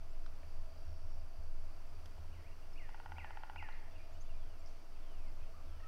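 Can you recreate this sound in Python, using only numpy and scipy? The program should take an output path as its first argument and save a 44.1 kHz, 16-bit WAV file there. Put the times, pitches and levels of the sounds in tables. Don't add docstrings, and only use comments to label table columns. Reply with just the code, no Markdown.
import sys
import numpy as np
from scipy import signal
from scipy.fft import rfft, irfft, next_fast_len
from scipy.io import wavfile
from scipy.ndimage import uniform_filter1d

SR = 44100
rng = np.random.default_rng(int(sys.argv[2]) if len(sys.argv) > 2 else 0)


def volts(x):
    e = np.asarray(x, float) / 20
    return 10 ** e


def output_pcm(signal):
    pcm = np.clip(np.atleast_2d(signal).T, -1, 1) * 32767
    wavfile.write(sys.argv[1], SR, np.round(pcm).astype(np.int16))


N = 258867
t = np.arange(N) / SR


def band(x, hz, width):
    return signal.lfilter(*signal.iirpeak(hz, hz / width, fs=SR), x)


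def narrow_noise(hz, width):
    return band(band(rng.standard_normal(N), hz, width), hz, width)


def lowpass(x, order, hz):
    return signal.lfilter(*signal.butter(order, hz, fs=SR), x)


def highpass(x, hz):
    return signal.lfilter(*signal.butter(2, hz, "high", fs=SR), x)


def level(x, db):
    return x * volts(db) / np.sqrt(np.mean(x ** 2))


def curve(rows, column, outside=-150):
    rows = np.array(rows)
    return np.interp(t, rows[:, 0], rows[:, column], outside, outside)


def walk(rate):
    hold = int(SR / rate)
    steps = np.repeat(rng.standard_normal(N // hold + 1), hold)
    return 1.328 * uniform_filter1d(uniform_filter1d(steps, hold), hold)[:N]


def coloured(points):
    hz, db = np.transpose(points)
    size = next_fast_len(N)
    log_bins = np.log(np.maximum(np.arange(size // 2 + 1) * SR / size, 1))
    gain = volts(np.interp(log_bins, np.log(hz), db))
    return irfft(rfft(rng.standard_normal(size)) * gain, size)[:N]


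def tone(hz):
    return np.sin(2 * np.pi * np.cumsum(hz) / SR)


def add(out, s, sound):
    i = int(s * SR)
    out[i:i + len(sound)] += sound[:N - i]


def spells(rows, rest_db):
    return volts(rest_db) + sum(volts(db) * np.exp(-((t - s) / half) ** 2) for s, half, db in rows)


# freq_hz [Hz], density_db [dB per Hz]
AIR_SPECTRUM = [(71, -30.5), (120, -3), (147, -0.5), (200, -6), (282, -1.5), (441, -5), (649, -7),
                (936, -6), (1380, -8.5), (1870, -15.5), (2640, -15), (3730, -23), (4770, -18.5),
                (7020, -26), (15500, -26)]
AIR_DB = -63.5
# time_s [s], level_db [dB]
BREEZE = [(0.0, -69.5), (0.75, -67), (1.62, -70.5), (1.78, -72.5), (2.29, -71.5), (2.76, -74), (3.11, -72),
          (3.55, -77), (3.89, -67.5), (4.86, -70), (5.12, -68), (5.87, -69)]
# time_s [s], level_db [dB]
LEAVES = [(0, -79), (.5, -82), (1.3, -82), (2.2, -81), (3.9, -78), (4.8, -78), (5.87, -78)]


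def woods():
    moan = narrow_noise(650, 110) * volts(1.6 * walk(22))
    leaves = narrow_noise(2500, 1800) * volts(1.5 * walk(12))
    air = level(coloured(AIR_SPECTRUM) * volts(0.24 * walk(2.98)), AIR_DB - 1.5)
    moan = level(moan, -0.86) * volts(curve(BREEZE, column=1))
    return air + moan + level(leaves, 0) * volts(curve(LEAVES, column=1))


# centre_hz [Hz], width_hz [Hz], level_db [dB], throb_hz [Hz]
CHORUS = [
    (4560, 420, -82.5, 56),
    (5005, 90, -86, 50),
    (5543, 160, -86, 58),
    (5970, 450, -86, 63),
]
# time_s [s], level_db [dB]
CICADA = [(0, -90), (.7, -79.5), (2.0, -82.5), (2.2, -90), (4, -82.5), (5.87, -89)]
# time_s [s], level_db [dB], chirp_rate_hz [chirps per s]
CRICKET = [
    (.78, -95, 81),
    (.8, -78, 81),
    (1.0, -79, 79),
    (1.17, -79, 77.6),
    (1.22, -95, 77.6),
]


def insects():
    out = np.zeros(N)
    for hz, width, db, throb in CHORUS:
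        strokes = 1 + 0.34 * tone(throb + walk(2.5))
        out += level(narrow_noise(hz, width) * strokes, db)
    singer = volts(1.8 * walk(30)) * tone(4700 + 25 * walk(40))
    singer = singer * (1 + .5 * tone(37.4 + 0.22 * walk(2.4)))
    out += level(singer, -1.5) * volts(curve(CICADA, column=1))
    chirps = np.maximum(tone(curve(CRICKET, column=2, outside=90)) - .2, 0) * volts(2.0 * walk(38.8))
    cricket = chirps * tone(5520 + 40 * walk(30))
    return out + level(cricket, 0) * volts(curve(CRICKET, column=1))


# freq_hz [Hz], density_db [dB per Hz]
SHAKE_SPECTRUM = [(12, -35.5), (20, 1.5), (41, -10), (64, -10.5), (99, -13.5), (130, -30.5), (170, -55),
                  (290, -120)]
SHAKE_DB = -56.5
# top_s [s], half_length_s [s], level_db [dB rms]
TREMORS = [(.2, 0.18, -37), (.59, 0.082, -35.5), (.84, 0.045, -41.5), (1.12, 0.19, -37.5),
           (1.55, 0.14, -35), (1.88, 0.21, -43.5), (2.27, .06, -45), (2.5, 0.028, -46), (2.8, 0.19, -41),
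           (3.38, .12, -46.5), (3.74, 0.13, -41), (4.0, 0.17, -48), (4.35, 0.16, -36.5), (4.68, 0.093, -42),
           (5.0, 0.13, -42), (5.24, 0.12, -37.5), (5.43, 0.075, -39.5), (5.69, 0.13, -44.5)]
TREMOR_HZ, TREMOR_REST_DB = 14.1, -50
# top_s [s], half_length_s [s], level_db [dB rms]
RINGS = [(.33, .04, -57.5), (.48, .04, -52.5), (.6, 0.037, -56), (.76, 0.07, -59), (.93, 0.047, -49.5),
         (1.05, 0.012, -49.5), (1.19, 0.053, -52), (1.45, .05, -53.5), (1.65, 0.095, -57),
         (2.04, 0.077, -58.5), (2.22, 0.11, -57.5), (2.38, 0.052, -52.5), (2.67, 0.026, -67),
         (2.97, 0.027, -73), (3.1, 0.028, -56), (3.2, 0.058, -49), (3.6, 0.053, -55), (4.03, 0.13, -62.5),
         (4.18, 0.018, -55), (4.41, 0.088, -60), (4.62, 0.032, -60), (5.03, .05, -71), (5.19, 0.02, -56),
         (5.31, 0.037, -62), (5.6, .07, -58), (5.71, 0.035, -52.5), (5.81, 0.044, -55.5)]
BODY_HZ, BODY_REST_DB = 79.2, -67.5
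# start_s [s], peak_db [dB], pitch_hz [Hz]
BUMPS = [
    (0.872, -40.5, 58.4),
    (1.387, -37.5, 55),
    (2.189, -43, 80),
    (2.339, -64, 73),
    (5.417, -41.5, 80.7),
    (5.862, -34, 38.3),
]


def handling():
    out = level(coloured(SHAKE_SPECTRUM) * volts(2.0 * walk(5.5)), SHAKE_DB + 0.5)
    out += np.sqrt(2) * spells(TREMORS, TREMOR_REST_DB) * tone(TREMOR_HZ + .6 * walk(6.8))
    body = tone(BODY_HZ + 2.12 * walk(4.3) + 1.405 * walk(12))
    out += np.sqrt(2) * spells(RINGS, BODY_REST_DB) * volts(1.12 * walk(16)) * body
    u = t[:SR // 5]
    for s, db, hz in BUMPS:
        thump = np.sin(2 * np.pi * hz * u) * (u / 0.016) * np.exp(1 - u / 0.0088)
        add(out, s, volts(db) * thump)
    return out


# start_s [s], peak_db [dB], centre_hz [Hz], width_hz [Hz], t60_s [s]
SNAPS = [(0.2619, -50.5, 1190, 300, 0.02), (.262, -56, 4200, 1400, .02), (.432, -55, 1840, 600, 0.022),
         (2.057, -50, 500, 701.8, 0.013), (2.058, -56.5, 5533, 1500, 0.017), (2.058, -52, 3331, 1990, .015),
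         (2.058, -57, 12000, 4000, .008), (2.1785, -52, 694, 200, 0.022), (3.14, -59, 201.2, 79.5, 0.097),
         (3.724, -57.5, 3950, 404, 0.017), (4.53, -60, 1395, 308, 0.037), (4.66, -57, 5240, 353, 0.065),
         (4.66, -63, 5800, 800, 0.034), (4.671, -61.5, 5300, 1400, 0.4), (5.12, -65, 11530, 4000, 0.044)]


def snaps():
    out, u = np.zeros(N), t[:SR // 4]
    for s, db, hz, width, t60 in SNAPS:
        burst = rng.standard_normal(len(u)) * 1000. ** (-u / t60)
        burst = band(band(burst, hz, 1.64 * width), hz, 1.64 * width)
        add(out, s, volts(db) * burst / np.abs(burst).max())
    return out


def whistler(shape, song):
    out, u = np.zeros(N), np.arange(shape[0][0], shape[-1][0], 1 / SR)
    s, hz, db = np.transpose(shape)
    for start, note_db, ratio in song:
        pitch = uniform_filter1d(np.interp(u, s, hz), size=200) * ratio
        add(out, start + u[0], volts(note_db + np.interp(u, s, db)) * tone(pitch))
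    return out


# time_s [s from its start], pitch_hz [Hz], level_db [dB]
SLIDE = [(0, 4100, -16), (.015, 3850, -5), (.045, 3400, -1), (.11, 3100, -4), (.17, 2800, 0),
         (.24, 2450, -1), (.3, 2050, 0), (.33, 1950, -20)]
# start_s [s], level_db [dB], pitch_ratio [1]
SLIDES = [
    (3.74, -79, 1.0),
    (4.355, -79.5, 1.02),
    (4.99, -79, 1.0),
    (5.65, -79.5, 0.98),
]
# start_s [s], length_s [s], start_hz [Hz], end_hz [Hz], level_db [dB]
CHIPS = [(1.673, .032, 2720, 2725, -86), (1.949, .026, 2417, 2520, -86), (2.432, 0.068, 1900, 2960, -72),
         (2.491, .025, 2380, 2150, -77), (2.507, 0.032, 2595, 2910, -78), (2.62, 0.024, 2880, 2700, -77),
         (2.732, 0.0093, 5330, 5200, -70), (4.144, .03, 2826, 3080, -76), (4.165, .013, 3500, 3846, -81),
         (4.202, 0.021, 6150, 6450, -70.5), (4.947, 0.033, 2750, 2410, -78.5),
         (5.411, 0.032, 2380, 2694, -75), (5.416, .029, 2983, 3370, -87), (5.538, 0.041, 1107, 1390, -69),
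         (5.56, 0.37, 1350, 1317, -81.5), (5.585, .03, 1230, 1130, -69), (5.8, 0.01, 1900, 1800, -67.5),
         (5.832, 0.021, 1800, 1930, -68.5), (5.815, 0.12, 1260, 1360, -64.5)]
# start_s [s], start_hz [Hz], level_db [dB]
SEETS = [
    (.095, 6700, -81),
    (1.113, 6600, -88),
    (2.102, 6900, -88),
    (4.123, 6440, -77),
    (4.208, 6250, -75),
    (4.59, 6700, -80),
]
SEET_S, SEET_RISE = .025, 1.18
# time_s [s from its start], length_s [s], start_hz [Hz], end_hz [Hz], level_db [dB]
PHRASE = [
    (0, 0.042, 3450, 3556, -3),
    (0.04, .035, 2890, 2640, 3),
    (.08, .045, 2440, 2420, 2.5),
]
# start_s [s], level_db [dB]
PHRASES = [
    (3.91, -78),
    (4.25, -78),
]


def far_birds():
    out = whistler(SLIDE, SLIDES) * volts(3.5 + 2 * walk(25))
    calls = CHIPS + [(s, SEET_S, hz, hz * SEET_RISE, db) for s, hz, db in SEETS]
    for s, db in PHRASES:
        calls = calls + [(s + lag, length, hz0, hz1, db + note_db) for lag, length, hz0, hz1, note_db in PHRASE]
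    for s, length, hz0, hz1, db in calls:
        size = int(length * SR)
        add(out, s, volts(db + 6) * np.hanning(size) ** 0.31 * tone(np.geomspace(hz0, hz1, size)))
    return out * volts(2.5 * walk(90))


# time_s [s from its top], pitch_hz [Hz], level_db [dB]
NOTE = [(-.034, 2150, -54), (-.024, 2334, 2.5), (-.008, 2750, -0.5), (0, 3002, 6), (.018, 2230, 4),
        (.04, 2051, 0.5), (.07, 1872, 0.5), (.104, 1712, -8), (.118, 1710, -24)]
# top_s [s], level_db [dB], pitch_ratio [1]
SONG = [
    (2.334, -72.5, 1.0),
    (2.783, -64, 0.97),
    (3.191, -59.5, 0.94),
    (3.586, -57, 0.96),
]


def songbird():
    return whistler(NOTE, SONG)


# start_s [s], peak_db [dB]
KNOCKS = [(2.891, -44.5), (2.945, -40.5), (3.0, -40.5), (3.06, -38), (3.12, -37.5), (3.183, -37),
          (3.245, -37.5), (3.307, -38), (3.372, -37), (3.435, -36.5), (3.498, -37.5), (3.56, -38),
          (3.626, -37), (3.688, -39)]
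# freq_hz [Hz], level_db [dB], t60_s [s], rise_s [s]
TRUNK = [(856, 4.5, 0.021, 0.00035), (1419, 0.5, 0.016, 0.00061), (1933, -10, 0.027, 0.00056),
         (2150, -12, 0.013, .0003), (2750, -10, 0.016, 0.00041), (2960, -13.5, 0.017, 0.00045),
         (4650, -23, 0.014, .0002), (1040, -19, 0.0088, 0.00048)]
# delay_s [s], level_db [dB]
ECHOES = [
    (.037, -16),
    (0.0077, -15.5),
]


def drumming():
    out, u = np.zeros(N), t[:SR // 10]
    for s, db in KNOCKS:
        blow = np.zeros(len(u))
        for hz, mode_db, t60, rise in TRUNK:
            detune, stress = rng.standard_normal(2)
            ring = np.sin(2 * np.pi * hz * (1 + 0.015 * detune) * u)
            swell = 1 - np.exp(-u / rise)
            blow += volts(mode_db + 0.91 * stress) * ring * 1000. ** (-u / t60) * swell
        add(out, s - .0007, volts(db - 3) * blow)
    out = highpass(highpass(out, 560), 620)
    return out + sum(volts(db) * np.roll(out, int(lag * SR)) for lag, db in ECHOES)


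FOREST_T60_S, FOREST_DB, FOREST_HZ = 1, -6.5, 3500


def forest(x):
    u = t[:SR]
    cloud = rng.standard_normal(SR) * 1000. ** (-u / FOREST_T60_S) * (1 - np.exp(-u / 0.0067))
    cloud = lowpass(cloud, 1, FOREST_HZ)
    return signal.fftconvolve(x, volts(FOREST_DB) * cloud / np.sqrt(np.sum(cloud ** 2)))[:N]


def scene():
    background = woods() + insects() + handling()
    near, far, song, drum = snaps(), far_birds(), songbird(), drumming()
    dull_drum = lowpass(drum, 2, 2340)
    scatter = forest(volts(-6.0) * dull_drum + song + volts(-5.5) * far + 0.36 * near)
    return (background + near + far + song + drum + scatter)[None]


def low_pass(x):
    return signal.sosfilt(signal.butter(12, 15660, fs=SR, output="sos"), x)


def record(dry):
    mix = lowpass(dry, 1, 13500)
    return low_pass(mix)


dry = scene()
out = record(dry)
output_pcm(out)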